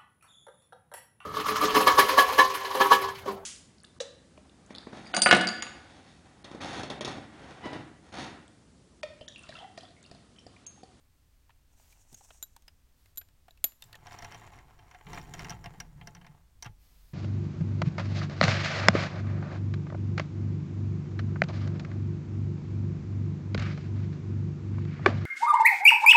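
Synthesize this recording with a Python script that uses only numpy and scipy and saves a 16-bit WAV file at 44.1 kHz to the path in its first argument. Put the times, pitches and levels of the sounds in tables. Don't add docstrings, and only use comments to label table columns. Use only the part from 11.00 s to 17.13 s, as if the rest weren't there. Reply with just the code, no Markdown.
import sys
import numpy as np
from scipy import signal
from scipy.fft import rfft, irfft, next_fast_len
from scipy.io import wavfile
from scipy.ndimage import uniform_filter1d

SR = 44100
rng = np.random.default_rng(int(sys.argv[2]) if len(sys.argv) > 2 else 0)


def put_to_file(sound):
    columns = np.atleast_2d(sound).T
    safe = np.clip(columns, -1, 1)
    whole_steps = np.round(safe * 32767)
    wavfile.write(sys.argv[1], SR, whole_steps.astype(np.int16))


N = 270493
TIME = np.arange(N) / SR
AGE = TIME[:SR // 3]


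def amp(db):
    return 10 ** (np.asarray(db) / 20)


def unit(x):
    return x / np.std(x)


def peak(x, db):
    power = uniform_filter1d(x ** 2, size=88, mode="constant")
    return x * amp(db) / np.sqrt(power.max())


def add(out, s, x):
    i = int(s * SR)
    out[i:i + len(x)] += x[:N - i]


def fade(t60):
    return np.exp(-np.log(1000) * AGE / t60)


def colour(x, points):
    size = 2 * next_fast_len(len(x))
    hz, db = np.transpose(points)
    bins = np.fft.rfftfreq(size, 1 / SR) + 1
    log_gain = np.log(amp(np.interp(np.log(bins), np.log(hz), db)))
    cepstrum = irfft(log_gain)
    cepstrum[1:size // 2] *= 2
    cepstrum[size // 2 + 1:] = 0
    return irfft(rfft(x, size) * np.exp(rfft(cepstrum)))[:len(x)]


def resonate(x, modes):
    out = 0
    for k, (hz, width, db) in enumerate(modes):
        b, a = signal.iirpeak(hz, hz / width, fs=SR)
        out = out + (-1) ** k * amp(db) * signal.lfilter(b, a, x)
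    return out


def burst(t60):
    return rng.standard_normal(len(AGE)) * fade(t60)


def soft(t60, rise):
    return burst(t60) * (1 - np.exp(-AGE / rise))


def walk(rate):
    knots = rng.standard_normal(N // 50)
    return unit(np.interp(TIME * rate, np.arange(len(knots)), knots))


def grains(rate, spread_db):
    size = amp(spread_db * np.minimum(rng.exponential(size=N), 5))
    hits = rng.random(N) < rate / SR
    return unit(hits * size * rng.choice([-1, 1], N))


def swell(start, length, attack, release):
    early, late = np.maximum(start - TIME, 0), np.maximum(TIME - start - length, 0)
    return np.exp(-(early / attack) ** 2 - late / release)


# frequency in Hz, gain in dB.
QUIET_COLOUR = [(20, -0.5), (45, -0.5), (85, -3.5), (125, -14.5), (170, -17.5), (200, -22), (255, -19.5),
                (350, -27), (700, -29.5), (2000, -32.5), (6000, -35.5), (9700, -36.5), (10300, -44),
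                (11000, -36.5), (16000, -39.5)]
QUIET_DB = -63
# frequency in Hz, gain in dB.
HISS_COLOUR = [(200, 1), (900, 1), (3500, 1), (4600, 3), (6000, -0.5), (10300, -3), (12000, 2), (16000, -1)]
# frequency in Hz, gain in dB.
DRONE_COLOUR = [(15, -10), (35, 1), (60, 1), (90, -20), (150, -19), (400, -52)]
# start in seconds, length in seconds, level in dB.
HISSES = [(0.81, 0.11, -69.5), (1.997, 0.097, -74.5), (2.837, 0.032, -67), (5.827, 0.38, -69)]
HISS_ATTACK_S, HISS_RELEASE_S = 0.035, 0.063
# start in seconds, length in seconds, level in dB.
DRONES = [(3.2, 1, -64.5), (4.15, .7, -57), (5.627, 0.58, -59.5)]
DRONE_ATTACK_S, DRONE_RELEASE_S = 0.1, 0.39


def background():
    colours = (QUIET_COLOUR, DRONE_COLOUR, HISS_COLOUR)
    quiet, drone, hiss = (unit(colour(rng.standard_normal(N), c)) for c in colours)
    drone_level = sum(amp(db) * swell(start, length, DRONE_ATTACK_S, DRONE_RELEASE_S)
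                      for start, length, db in DRONES)
    hiss_level = sum(amp(db) * swell(start, length, HISS_ATTACK_S, HISS_RELEASE_S)
                     for start, length, db in HISSES)
    return amp(QUIET_DB) * quiet + drone_level * drone + hiss_level * hiss


# time in seconds, body level in dB,
# treble tick level in dB, ring frequency in Hz, ring level in dB.
TAPS = [(0.494, -64.5, -83, 880, -58.5), (0.503, -60, -90, 1700, -65.5), (0.925, -71, -61, 2410, -62.5),
        (1.128, -75, -54.5, 756, -64), (1.144, -60.5, -54, 6600, -45.5), (1.209, -84, -82, 800, -57),
        (1.305, -52, -71, 650, -52.5), (1.564, -61, -52.5, 880, -53.5), (1.622, -68, -65, 6570, -65.5),
        (1.680, -52.5, -55.5, 5060, -52), (2.058, -63.5, -63, 2100, -66.5), (2.213, -54, -57, 1576, -54),
        (2.286, -67, -67, 4150, -73), (2.482, -57.5, -65, 704, -54.5), (2.574, -71, -65, 2670, -64),
        (2.72, -61, -63, 2600, -66), (2.822, -49.5, -46, 3630, -46.5), (2.839, -61, -55, 7600, -57.5),
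        (2.928, -50.5, -50.5, 4350, -55), (2.943, -59, -77, 1840, -48.5), (2.953, -49, -52.5, 6860, -58.5)]
# frequency in Hz, gain in dB.
TAP_BODY = [(100, -4), (400, -12.5), (700, 0), (1200, -7), (1700, 0), (2200, -6.5), (2700, -0.5),
            (4100, -9), (5200, -24.5), (9000, -29)]
# frequency in Hz, gain in dB.
TAP_TICK = [(1500, -31.5), (4000, 0.5), (6500, -5.5), (9000, -5), (10300, -11), (11800, -2.5), (16000, -17)]


def taps():
    out = np.zeros(N)
    for s, body_db, tick_db, ring_hz, ring_db in TAPS:
        body = colour(soft(t60=0.034, rise=0.00079), TAP_BODY)
        tick = colour(soft(t60=0.016, rise=0.00036), TAP_TICK)
        spot = resonate((AGE == 0) + amp(-2.5) * burst(0.023), [(ring_hz, 110, 0)])
        add(out, s, peak(body, body_db) + peak(tick, tick_db) + peak(spot, ring_db))
    return out


def room(x, wet_db, t60):
    tail = burst(t60) * (1 - np.exp(-AGE / 0.0033))
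    return x + amp(wet_db) * signal.fftconvolve(x, tail / np.linalg.norm(tail))[:N]


# start in seconds, length in seconds, hiss level in dB, dull drag level in dB.
STROKES = [(0.743, 0.28, -73.5, -78), (1.13, .12, -64.5, -74), (1.277, 0.16, -73.5, -83)]
STROKE_ATTACK_S, STROKE_RELEASE_S = 0.035, 0.093
# frequency in Hz, gain in dB.
SCRAPE_COLOUR = [(3000, -18.5), (4900, -18), (5700, -4), (6700, -3.5), (9000, -8.5), (10300, -17.5),
                 (16000, -21)]


def rod():
    scrape = unit(colour(grains(9000, 2.5), SCRAPE_COLOUR)) * amp(3.0 * walk(45))
    body_modes = [(650, 220, 1.0), (920, 190, 3.0), (1570, 280, -8), (2700, 470, -7)]
    drag = unit(resonate(grains(70, 2.7), body_modes))
    out = np.zeros(N)
    for start, length, hiss_db, drag_db in STROKES:
        envelope = swell(start, length, STROKE_ATTACK_S, STROKE_RELEASE_S)
        out += envelope * (amp(hiss_db) * scrape + amp(drag_db) * drag)
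    return out


# time in seconds, level in dB.
THUMPS = [(1.124, -51), (3.229, -45), (4.138, -43), (4.508, -40), (4.534, -42), (4.663, -43),
          (5.075, -49.5), (5.659, -36.5), (5.694, -45.5)]
# frequency in Hz, gain in dB.
TABLE_COLOUR = [(25, 0), (60, -9), (105, 7.5), (170, 1), (230, -11.5), (350, -16.5), (550, -18.5),
                (1200, -51)]


def thumps():
    out = np.zeros(N)
    for s, db in THUMPS:
        add(out, s, peak(colour(soft(t60=0.081, rise=0.0013), TABLE_COLOUR), db))
    return out


def ring(modes):
    return sum(amp(db) * np.sin(2 * np.pi * hz * AGE) * fade(t60) for hz, db, t60 in modes)


# time in seconds, tool ring level in dB, rod ring level in dB,
# crack level in dB, casing level in dB.
SNAPS = [(1.4270, -39.5, -35, -71, -58), (1.4352, -42, -45.5, -68, -55), (2.1595, -69, -76, -59, -78),
         (2.1739, -38, -39.5, -44, -55), (2.1809, -34.5, -67, -50, -51), (2.508, -66.5, -69, -64, -53.5),
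         (2.6417, -18.5, -51.5, -22, -33), (2.6435, -37, -41, -32, -36.5)]
# frequency in Hz, relative level in dB, 60 dB decay time in seconds.
TOOL_MODES = [(7190, -15, 0.034), (7150, -35.5, .23), (12100, -7, 0.027), (11860, -1, 0.065),
              (11862, -36, 0.24)]
# frequency in Hz, relative level in dB, 60 dB decay time in seconds.
ROD_MODES = [(1516, -15, 0.071), (3927, 0, 0.043), (6750, -9, 0.037), (7170, 5, 0.033), (7470, -1.5, .03),
             (12390, -7.5, 0.046), (12270, -27, .035)]
# frequency in Hz, gain in dB.
CRACK_COLOUR = [(200, -33), (1100, -18), (2000, -11.5), (3300, -7), (5400, -19.5), (6700, 1), (9500, -16.5),
                (11400, -2), (12800, -12.5), (14700, 4), (16500, -7)]
# frequency in Hz, width in Hz, gain in dB.
CASING_MODES = [(233, 55, -0.5), (658, 51, 6.5), (1710, 53, -2), (2638, 108, 1), (3374, 100, 7),
                (3900, 170, 10.5), (4646, 300, 2.5), (5010, 81, 0)]
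WASH_DB, WASH_T60_S = -31, 0.22


def snaps():
    out = np.zeros(N)
    for s, tool_db, rod_db, crack_db, casing_db in SNAPS:
        chatter = colour(burst(0.023), [(1000, -1.5), (11500, 0.5), (14000, -8.5)])
        crack = colour(burst(0.0017) + amp(-11) * chatter, CRACK_COLOUR)
        wash = colour(soft(WASH_T60_S, rise=0.0052), HISS_COLOUR)
        casing = resonate((AGE == 0) + amp(-16.5) * burst(0.01), CASING_MODES)
        rings = peak(ring(TOOL_MODES), tool_db) + peak(ring(ROD_MODES), rod_db)
        contact = peak(crack, crack_db) + peak(wash, crack_db + WASH_DB)
        add(out, s, rings + contact + peak(casing, casing_db))
    return out


def struck(modes, vary_db, detune):
    chance = rng.standard_normal((len(modes), 2))
    return [(hz * (1 + detune * a), width, db + vary_db * b)
            for (hz, width, db), (a, b) in zip(modes, chance)]


def flurries(modes, rate, spread_db, count):
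    load = np.array([amp(6.7 * walk(40)) for _ in range(count)])
    load /= np.linalg.norm(load, axis=0)
    out = np.zeros(N)
    for share in load:
        contact = resonate(grains(rate, spread_db), struck(modes, vary_db=3.5, detune=0.0092))
        out += share * contact
    return unit(out)


def drum(hz):
    phase = 2 * np.pi * hz * TIME
    return unit(walk(60) * np.cos(phase) + walk(60) * np.sin(phase))


# start in seconds, end in seconds, table rumble drive in dB, wheel hiss drive in dB, track drum in Hz.
PASSES = [(2.845, 3.87, -54.5, -76, 104.1), (4.071, 5.3, -47.5, -72, 156.8)]
PASS_ATTACK_S, PASS_RELEASE_S = 0.014, 0.12
# time in seconds, shell rattle drive in dB.
SHAKE = [(2.8, -86), (2.88, -70), (3.02, -64), (3.1, -55.5), (3.34, -53), (3.5, -59.5), (3.68, -66),
         (4.05, -65), (4.09, -55.5), (4.17, -51), (4.29, -59.5), (4.41, -51), (4.6, -63.5), (4.82, -61.5),
         (4.93, -73), (5.02, -64.5), (5.38, -73), (5.5, -90)]
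FIRM_DB, CHATTER_DB = -52.5, -65
CHATTER_SLOPE, RUMBLE_SLOPE, HISS_SLOPE = 1.1, 0.41, 1
LURCH_DB, LURCH_PER_S, JOLT_DB, JOLT_PER_S = 1.5, 28, 1.27, 130
# frequency in Hz, width in Hz, gain in dB.
SHELL_MODES = [(388, 190, -15.5), (705.6, 32, 3), (800, 70, -4.5), (863, 14.6, 5), (1060, 190, -5.5),
               (1367, 54, -3.5), (1636, 144, -3.5), (1886, 51, -2.5), (2070, 127, -3.5), (2490, 230, -10),
               (2713, 92, -5.5), (3113, 96, -6), (3515, 310, -16.5), (4430, 480, -23.5)]
# frequency in Hz, width in Hz, gain in dB.
WHEEL_MODES = [(4360, 1860, -14.5), (5670, 230, -2), (5730, 190, -1), (5730, 91, -5), (7030, 600, -9),
               (7220, 770, -12.5), (9080, 900, -17.5), (12000, 810, -21.5), (13900, 2100, -25)]


def rolling():
    shake = np.interp(TIME, *np.transpose(SHAKE), left=-120) - FIRM_DB
    rattle, chatter = amp(FIRM_DB + shake), amp(CHATTER_DB + CHATTER_SLOPE * shake)
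    jolt = amp(JOLT_DB * walk(JOLT_PER_S) + LURCH_DB * walk(LURCH_PER_S))

    grit_colour = [(300, -14.5), (800, 6), (2500, -1.5), (4000, -7), (7000, -10.5), (16000, -37)]
    grit = unit(colour(grains(700, 4.6), grit_colour))
    shell = flurries(SHELL_MODES, rate=900, spread_db=3.0, count=4) + amp(-3.5) * grit
    force = rattle / (rattle + amp(-58.5))
    dull_shell = colour(shell, [(900, 4), (2000, -4.5), (3200, -8.5), (8000, -17)])
    shell = force * shell + (1 - force) * dull_shell
    wheels = flurries(WHEEL_MODES, rate=310, spread_db=3.5, count=3)

    table = unit(colour(grains(1200, 1.4), TABLE_COLOUR))
    sleeper_colour = [(120, -24.0), (240, -1.5), (350, -2.5), (450, -4), (580, -24.5), (1500, -40.0)]
    sleepers = unit(colour(grains(1500, 1.65), sleeper_colour))
    hollow = amp(-6.0) * force * jolt * sleepers
    hiss = unit(colour(rng.standard_normal(N), HISS_COLOUR))

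    out = jolt * (rattle * shell + chatter * wheels)
    for start, end, rumble_db, hiss_db, drum_hz in PASSES:
        ground = hollow + amp(-4.5) * table + amp(-3.5) * drum(drum_hz)
        rumble = amp(rumble_db + RUMBLE_SLOPE * shake) * ground
        wheel_hiss = amp(hiss_db + HISS_SLOPE * shake) * hiss
        out += swell(start, end - start, PASS_ATTACK_S, PASS_RELEASE_S) * (rumble + wheel_hiss)
    return out


# time in seconds, shell level in dB,
# wheel ping level in dB, ping frequency in Hz.
CLANKS = [(3.068, -47, -50.5, 5730), (3.109, -49, -59, 5340), (3.128, -56, -52, 5620),
          (3.187, -47.5, -46, 5800), (3.222, -43.5, -51, 5500), (3.245, -42, -46.5, 5700),
          (3.32, -46, -51, 5560), (3.345, -46, -49, 5770), (3.535, -54, -67.5, 5640),
          (3.587, -52.5, -63, 5640), (3.79, -55.5, -67, 5570), (3.911, -52, -59, 5550),
          (3.946, -48, -64, 5670), (4.067, -49, -66, 5950), (4.131, -40.5, -47, 5800),
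          (4.145, -47, -50, 5600), (4.174, -40, -59, 5740), (4.213, -58, -53, 5630),
          (4.337, -42, -42.5, 6860), (4.392, -39.5, -43.5, 5450), (4.445, -41.5, -46, 5850),
          (4.495, -43.5, -38, 5730), (4.504, -43, -37.5, 5870), (4.521, -43.5, -57, 5740),
          (4.641, -45, -48, 5500), (4.658, -39, -49.5, 5200), (4.801, -39, -38.5, 5690),
          (5.012, -49, -80, 5370), (5.072, -45, -44, 5670), (5.149, -53, -51.5, 5740),
          (5.166, -53.5, -70, 5600), (5.213, -56, -70, 5520), (5.245, -53, -75, 5480),
          (5.265, -51, -60.5, 5600), (5.624, -45, -39.5, 5870), (5.645, -48.5, -50, 5810),
          (5.654, -44, -65, 5550), (5.661, -45, -55, 5870)]


def clanks():
    out = np.zeros(N)
    for s, shell_db, ping_db, ping_hz in CLANKS:
        blow = soft(t60=0.065, rise=0.00019) + amp(5.0) * soft(t60=0.011, rise=0.00024)
        shell = resonate(blow, struck(SHELL_MODES, vary_db=1.5, detune=0.011))
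        gear = struck(WHEEL_MODES, vary_db=-0.5, detune=0.01) + [(ping_hz, 250, 3)]
        ping = resonate(soft(t60=0.019, rise=0.00069) + amp(-20) * burst(0.059), gear)
        add(out, s, peak(shell, shell_db) + peak(ping, ping_db))
    return out


def scene():
    toy = taps() + rod() + thumps() + snaps() + rolling() + clanks()
    return (room(toy, wet_db=-26.5, t60=0.33) + background())[None]


TOP_HZ = 16200


def record(dry):
    low_pass = signal.ellip(10, 0.2, 70, TOP_HZ, fs=SR, output="sos")
    return signal.sosfilt(low_pass, dry)


dry = scene()
out = record(dry)
put_to_file(out)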